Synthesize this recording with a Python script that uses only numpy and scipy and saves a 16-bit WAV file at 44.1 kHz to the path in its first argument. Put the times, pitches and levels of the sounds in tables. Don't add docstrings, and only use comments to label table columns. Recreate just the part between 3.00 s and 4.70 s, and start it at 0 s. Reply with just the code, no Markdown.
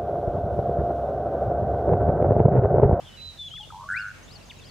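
import sys
import numpy as np
from scipy import signal
from scipy.io import wavfile
from scipy.ndimage import uniform_filter1d

SR = 44100
rng = np.random.default_rng(int(sys.argv[2]) if len(sys.argv) > 2 else 0)


def int16_out(signal):
    q = np.round(np.clip(np.atleast_2d(signal).T, -1, 1) * 32767)
    wavfile.write(sys.argv[1], SR, q.astype(np.int16))


def boost(x):
    u = np.asarray(x, float) / 20
    return 10 ** u


N = 74970

ROUGH_DB, STEADY_DB = 2.6, .9
FAR_BLUR, NEAR_BLUR = .4, .15
FAR_FADE_DB = -5
NEIGHBOUR_PAN_DB = 1.5


def evened(x):
    return x / np.sqrt(np.mean(x ** 2) + 1e-20)


def read(points, hz):
    f, value = np.transpose(points)
    return np.interp(np.log(hz + 1), np.log(f + 1), value)


def drift(span):
    once = uniform_filter1d(rng.standard_normal(N), span)
    return evened(uniform_filter1d(once, span))


def add(mix, start_s, sound, pan_db, left_late=0):
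    part = mix[:, round(start_s * SR):][:, :len(sound)]
    pair = np.array([np.roll(sound, left_late), sound])[:, :part.shape[1]]
    part += pair * boost([[pan_db / 2], [-pan_db / 2]])


# f/Hz, likeness/0-1
LIKENESS = [(40, 0.6), (90, 0.36), (180, 0.21), (350, 0.2), (1000, 0.39), (15000, 0)]


def noise(spectrum, patchy_db):
    frames, hz = N // 256 + 5, np.fft.rfftfreq(1024, 1 / SR)
    a, b, c, d, patches = rng.standard_normal((frames, 513, 5)).T
    patches = uniform_filter1d(uniform_filter1d(patches, size=10, axis=0), size=12, axis=1)
    same = np.clip(read(LIKENESS, hz), 0, 1)[:, None]
    left = a + 1j * b
    right = same * left + np.sqrt(1 - same ** 2) * (c + 1j * d)
    level_db = read(spectrum, hz)[:, None] + patchy_db * evened(patches)
    z = np.array([left, right]) * boost(level_db)
    return evened(signal.istft(z, nperseg=1024, noverlap=768)[1][:, :N])


# f/Hz, density/dB per Hz
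BREEZE_SPECTRUM = [(120, -23), (200, -4), (300, -6.5), (600, -7), (1000, -12), (2000, -15.5), (3000, -16),
                   (6000, -47)]
# t/s, level/dB
GUSTS = [(0, 0), (.15, 0), (.23, 5), (.35, -1), (.5, 0.5), (.65, -4), (.8, -2.5), (.95, -2.5), (1.08, -0.5),
         (1.18, 1), (1.7, -0.5)]


def breeze():
    gust_db = np.interp(np.arange(N) / SR, *np.transpose(GUSTS))
    return boost(-52 + gust_db) * noise(BREEZE_SPECTRUM, patchy_db=1.5)


# f/Hz, density/dB per Hz
HISS_SPECTRUM = [(900, -38), (2200, -5.5), (3500, -2), (6500, -4.5), (10000, -12.5), (15700, -21)]
# f/Hz, density/dB per Hz
RUMBLE_SPECTRUM = [(30, -45), (40, -6.5), (60, 13), (100, 0), (150, -1.5), (200, 2.5), (280, -33),
                   (400, -41)]


def hiss_and_rumble():
    hiss = boost(-57) * noise(HISS_SPECTRUM, patchy_db=0.48)
    rumble = boost(-52.5) * noise(RUMBLE_SPECTRUM, patchy_db=0.84)
    return hiss + rumble


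# f/Hz, level/dB, width/Hz
HUM_TONES = [(46.1, -58.5, 5.1), (91.4, -56.5, 5.4), (135.4, -59.5, 1.5)]


def motor_hum():
    t, hum = np.arange(N) / SR, np.zeros(N)
    for hz, db, width_hz in HUM_TONES:
        level = boost(db + 0.65 * drift(round(SR / width_hz / 4)))
        phase = 2 * np.pi * hz * t + 0.66 * drift(round(SR / width_hz / 2))
        hum += np.sqrt(2) * level * np.sin(phase)
    return hum


def whistle(rows, flutter_db=STEADY_DB):
    s, hz, db = np.transpose(rows)
    t = np.arange(s[0], s[-1], 1 / SR)
    wobble = 1 + .002 * drift(span=130)[:len(t)]
    pitch_hz = uniform_filter1d(np.interp(t, s, hz), size=120) * wobble
    ends = np.clip(np.minimum(t - s[0], s[-1] - t) / .003, 0, 1)
    level = boost(np.interp(t, s, db) + flutter_db * drift(span=170)[:len(t)])
    return np.sqrt(2) * ends * level * np.sin(2 * np.pi * np.cumsum(pitch_hz) / SR)


def glide(start_s, length_s, from_hz, to_hz, db, fade_db=-11):
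    at = np.array([0, .25, 1])
    pitch_hz = from_hz * (to_hz / from_hz) ** at
    level_db = db + np.array([-1, 0, fade_db])
    return whistle(np.transpose([start_s + length_s * at, pitch_hz, level_db]))


def blurred(x, share):
    return x * (np.sqrt(1 - share ** 2) + share * drift(span=60)[:len(x)])


# t/s, length/s, from f/Hz, to f/Hz, level/dB
CHATTER = [(.002, .04, 2900, 3600, -59), (.005, .015, 2700, 2600, -58), (.09, .01, 3000, 2600, -55),
           (.122, .018, 3800, 3750, -56), (.21, .015, 2450, 2400, -59), (.228, .03, 3350, 3100, -57),
           (.626, .02, 4500, 4200, -56), (.633, .01, 3500, 3350, -52), (.708, .035, 3400, 3200, -51),
           (.755, .03, 3300, 3400, -55), (1.4, .01, 3900, 4200, -60), (1.425, .024, 4800, 4750, -58),
           (1.465, .025, 4900, 5000, -62), (1.47, .065, 6300, 6150, -63), (1.482, .01, 6700, 6600, -61),
           (1.596, .01, 5300, 4000, -58), (1.618, .012, 5200, 3800, -60), (1.668, .03, 3150, 3500, -60),
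           (1.03, .09, 2800, 2760, -54), (.27, .05, 3150, 3100, -56), (.43, .03, 3020, 3000, -54)]


def chatter(mix):
    for row in CHATTER:
        add(mix, row[0], blurred(glide(*row, FAR_FADE_DB), FAR_BLUR), NEIGHBOUR_PAN_DB)


PAN_DB = {"held": -6, "second": 1.5, "third": 4, "warble": 1.5, "slide": 6, "hoot": 0, "purr": 0, "link": 0}


def sing(mix, voice, rows, flutter_db=STEADY_DB, left_late=0):
    add(mix, rows[0][0], boost(5) * whistle(rows, flutter_db), PAN_DB[voice], left_late)


# t/s, f/Hz, level/dB
WARBLE = [(.045, 3450, -58), (.062, 3320, -49), (0.09, 3040, -51), (.11, 3000, -57), (0.155, 2975, -52),
          (0.172, 2880, -56), (0.207, 2540, -51), (0.222, 3150, -52), (.23, 3320, -58)]


def warble(mix):
    add(mix, WARBLE[0][0], blurred(whistle(WARBLE), FAR_BLUR), PAN_DB["warble"])


# t/s, length/s, from f/Hz, to f/Hz, level/dB
GLIDES = [(.072, .032, 3620, 3380, -50), (.148, .01, 3600, 3250, -54), (.373, .022, 3985, 3990, -49),
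          (.4, .045, 3990, 3990, -44), (.47, .032, 3990, 3990, -45), (.537, .011, 1330, 1220, -40),
          (.553, .019, 3850, 2200, -36), (.568, .028, 2400, 1150, -46), (.7025, .013, 1330, 1200, -35),
          (.835, .08, 630, 625, -51), (.45, .09, 6500, 6700, -55), (.616, .012, 5000, 4850, -52),
          (.672, .03, 3700, 3400, -53), (.924, .016, 7700, 8200, -43), (1.075, .035, 5900, 7400, -49),
          (1.228, .045, 6000, 7400, -56), (1.277, .027, 3350, 4000, -52), (1.411, .013, 2900, 2500, -52),
          (1.456, .016, 7000, 6000, -56), (1.508, .009, 3750, 3400, -51), (1.51, .03, 4600, 4450, -56),
          (1.584, .018, 7200, 5800, -56),
          (1.564, 0.03, 3830, 3850, -57),
    (1.581, 0.045, 2674, 2650, -58.5),
    (1.595, 0.011, 3000, 2110, -51),
    (1.608, 0.079, 3770, 2650, -55),
    (1.151, 0.055, 6020, 6650, -64),
    (1.255, 0.016, 3300, 3600, -75),
]


def glides(mix):
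    for row in GLIDES:
        add(mix, row[0], blurred(glide(*row), NEAR_BLUR), NEIGHBOUR_PAN_DB)


# t/s, f/Hz, level/dB
HELD = [(.165, 3955, -64), (.176, 3953, -51), (.2, 3930, -49), (.22, 3965, -41), (.29, 3995, -38.5),
        (.303, 3820, -44), (.316, 3930, -53), (.35, 3900, -58)]


def held_whistle(mix):
    sing(mix, "held", HELD, left_late=2)


# t/s, f/Hz, level/dB
SECOND = [(.37, 3724, -66), (.386, 3540, -51), (.395, 3567, -34), (.422, 3477, -31), (.44, 3452, -38.5),
          (.474, 3455, -34), (.483, 3320, -33.5), (.489, 2460, -54)]


def second_whistle(mix):
    sing(mix, "second", SECOND)


# t/s, f/Hz, level/dB
THIRD = [(.505, 2898, -49.5), (.521, 3157, -39), (.581, 3478, -38.5), (.601, 3385, -42), (.606, 3550, -36)]


def third_whistle(mix):
    sing(mix, "third", THIRD, ROUGH_DB)


# t/s, f/Hz, level/dB
HOOT = [(.594, 810, -67), (.603, 827, -45.5), (.642, 870, -54.5), (.65, 837, -77), (.69, 870, -72)]


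def hoot(mix):
    sing(mix, "hoot", HOOT)


# t/s, length/s, f/Hz, level/dB
STEPS = [
    (0.605, 0.02, 3210, -31),
    (0.624, .021, 2907, -40.5),
    (0.645, .010, 2880, -44),
    (.658, 0.011, 2840, -60),
]


def stepped_ending(mix):
    for start_s, length_s, hz, db in STEPS:
        landed_s = start_s + min(.006, length_s / 2)
        rows = [(start_s, hz + 500, db - 7), (landed_s, hz, db), (start_s + length_s, hz, db - 4)]
        add(mix, start_s, whistle(rows, ROUGH_DB), PAN_DB["third"])


def purr(rows, second_db, sag_hz, width_s, pitch_spread):
    s, rate_hz, hz, db = np.transpose(rows)
    t = np.arange(s[0], s[-1], 1 / SR)
    throb_count = np.floor(np.cumsum(np.interp(t, s, rate_hz)) / SR)
    starts = np.flatnonzero(np.diff(throb_count, prepend=-1))
    u = np.arange(900) / SR - .003
    out, luck = np.zeros(len(t) + 900), rng.standard_normal((40, 4))
    band = signal.butter(2, [5200, 9200], "band", fs=SR, output="sos")
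    rattle = boost(-33) * evened(signal.sosfilt(band, rng.standard_normal(N)))
    sag = -sag_hz * np.tanh(u / .0013)
    second_beat = np.exp(-.5 * ((u - .0036) / .0017) ** 2)
    for i, (strong, second, wide, off) in zip(starts, luck):
        pitch_hz = np.interp(t[i], s, hz)
        burst_hz = pitch_hz * (1 + pitch_spread * off) + sag
        tone = np.sqrt(2) * np.sin(2 * np.pi * np.cumsum(burst_hz) / SR)
        shape = np.exp(-.5 * (u / width_s / boost(wide) * pitch_hz / 1500) ** 2)
        shape += boost(second_db + 2 * second) * second_beat
        level = boost(np.interp(t[i], s, db) + 5 + 1.1 * strong)
        out[i:i + 900] += level * shape * (tone + rattle[i:i + 900])
    return out


# t/s, throb rate/Hz, f/Hz, level/dB
LOW_PURR = [(.7226, 90, 925, -41), (.745, 96, 910, -35), (.76, 98, 890, -40), (.79, 94, 970, -38.5),
            (.82, 94, 1050, -36), (.842, 100, 1070, -38.5), (.856, 100, 1130, -54)]
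# t/s, length/s, from f/Hz, to f/Hz, level/dB
PURR_STRANDS = [
    (.755, .03, 838, 832, -42),
    (.81, .042, 1120, 1135, -42),
    (.8, .045, 935, 940, -47),
    (.738, .02, 1310, 1300, -56),
    (.808, .05, 1520, 1500, -58),
    (.878, .01, 1300, 1750, -48),
]


def low_purr(mix):
    sound = purr(LOW_PURR, second_db=-12, sag_hz=15, width_s=.00105, pitch_spread=.02)
    add(mix, LOW_PURR[0][0], sound, PAN_DB["purr"])
    for row in PURR_STRANDS:
        add(mix, row[0], blurred(glide(*row, FAR_FADE_DB), NEAR_BLUR), PAN_DB["purr"])


# t/s, f/Hz, level/dB
LINK = [(.855, 1140, -56), (.862, 1125, -42), (.88, 1130, -48), (.888, 1300, -44)]


def slide_link(mix):
    sing(mix, "link", LINK)


# t/s, throb rate/Hz, f/Hz, level/dB
HIGH_PURR = [(.888, 72.3, 1474, -23), (.903, 100, 1507, -18), (0.935, 101.5, 1554, -23.5),
             (.955, 116.8, 1505, -22.5), (.975, 114, 1530, -22.5), (0.989, 99.16, 1524, -22.5),
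             (1.041, 106.1, 1483, -26), (1.086, 99.3, 1530, -28.5), (1.12, 94.7, 1526, -37)]


def high_purr(mix):
    sound = purr(HIGH_PURR, second_db=-6, sag_hz=60, width_s=.0013, pitch_spread=0)
    add(mix, HIGH_PURR[0][0], sound, PAN_DB["purr"])


# t/s, f/Hz, level/dB
SLIDE = [(.912, 1602, -36), (.932, 1711, -35), (.948, 1957, -27.5), (.96, 2147, -38.5), (.974, 2436, -26),
         (.994, 2822, -41), (1.04, 2774, -57.5)]


def rising_slide(mix):
    sing(mix, "slide", SLIDE, ROUGH_DB)


# t from top/s, f/Hz, level/dB
ARCH = [(-.036, 3840, 3.5), (-.028, 4300, -5.5), (-.014, 4900, -0.5), (0, 5226, -4), (0.013, 4750, -2.5),
        (0.024, 4360, 2.5), (.036, 4240, -9), (.04, 4130, -20)]
# top t/s, level/dB, left-right/dB
ARCH_CALLS = [
    (0.996, -44, 6.5),
    (1.341, -49, 7.5),
    (1.673, -54, 6),
]


def arch_calls(mix):
    for top_s, db, pan_db in ARCH_CALLS:
        add(mix, top_s + ARCH[0][0], boost(db) * whistle(ARCH, ROUGH_DB), pan_db)


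# t/s, f/Hz, level/dB
CHIRP = [(1.497, 3690, -39), (1.502, 3610, -40), (1.510, 2860, -37.5), (1.517, 2130, -43.5),
         (1.524, 1750, -56), (1.533, 1360, -69)]


def falling_chirp(mix):
    add(mix, CHIRP[0][0], whistle(CHIRP), NEIGHBOUR_PAN_DB)


def scrub_echo(x):
    size, gap, smear = SR // 2, 40, .9
    taps, t = np.zeros((2, size)), np.arange(size) / SR
    at = np.arange(0, size - gap, gap) + rng.integers(0, gap, (2, (size - 1) // gap))
    np.put_along_axis(taps, at, rng.choice([-1., 1.], at.shape), 1)
    tail = taps * boost(-60 * t / 0.55) * (t > 0.0062)
    stirred = x.mean(0) * (np.sqrt(1 - smear ** 2) + smear * drift(span=75))
    return signal.fftconvolve(stirred[None], tail / np.linalg.norm(tail[0]), axes=1)[:, :N]


def scene():
    shrike, birds, slide = np.zeros((3, 2, N))
    for call in (chatter, warble, glides, held_whistle, second_whistle, third_whistle, hoot,
                 stepped_ending, slide_link, arch_calls, falling_chirp):
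        call(birds)
    low_purr(shrike)
    high_purr(shrike)
    rising_slide(slide)
    echo = scrub_echo(boost(-15) * (birds + boost(5.5) * slide) + boost(-20.5) * shrike)
    return shrike + birds + slide + echo + breeze()


def top_cut(x):
    return signal.sosfilt(signal.butter(12, 16110, fs=SR, output="sos"), x)


def record(dry):
    power_db = 10 * np.log10(abs(uniform_filter1d((dry ** 2).mean(0), size=600)) + 1e-12)
    cut_db = np.clip(0.44 * (power_db + 50), 0, 9.5)
    recovery_db = np.arange(N) * 253 / SR
    cut_db = np.maximum(np.maximum.accumulate(cut_db + recovery_db) - recovery_db, 0)
    x = dry / boost(uniform_filter1d(cut_db, size=300))
    x = x + hiss_and_rumble() + motor_hum()
    low_pass = signal.firwin(511, 15650, window=("kaiser", 9), fs=SR)
    x = signal.oaconvolve(x, low_pass[None], "same")
    x = signal.sosfilt(signal.butter(6, 37, "high", fs=SR, output="sos"), x)
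    return top_cut(x)


dry = scene()
out = record(dry)
int16_out(out)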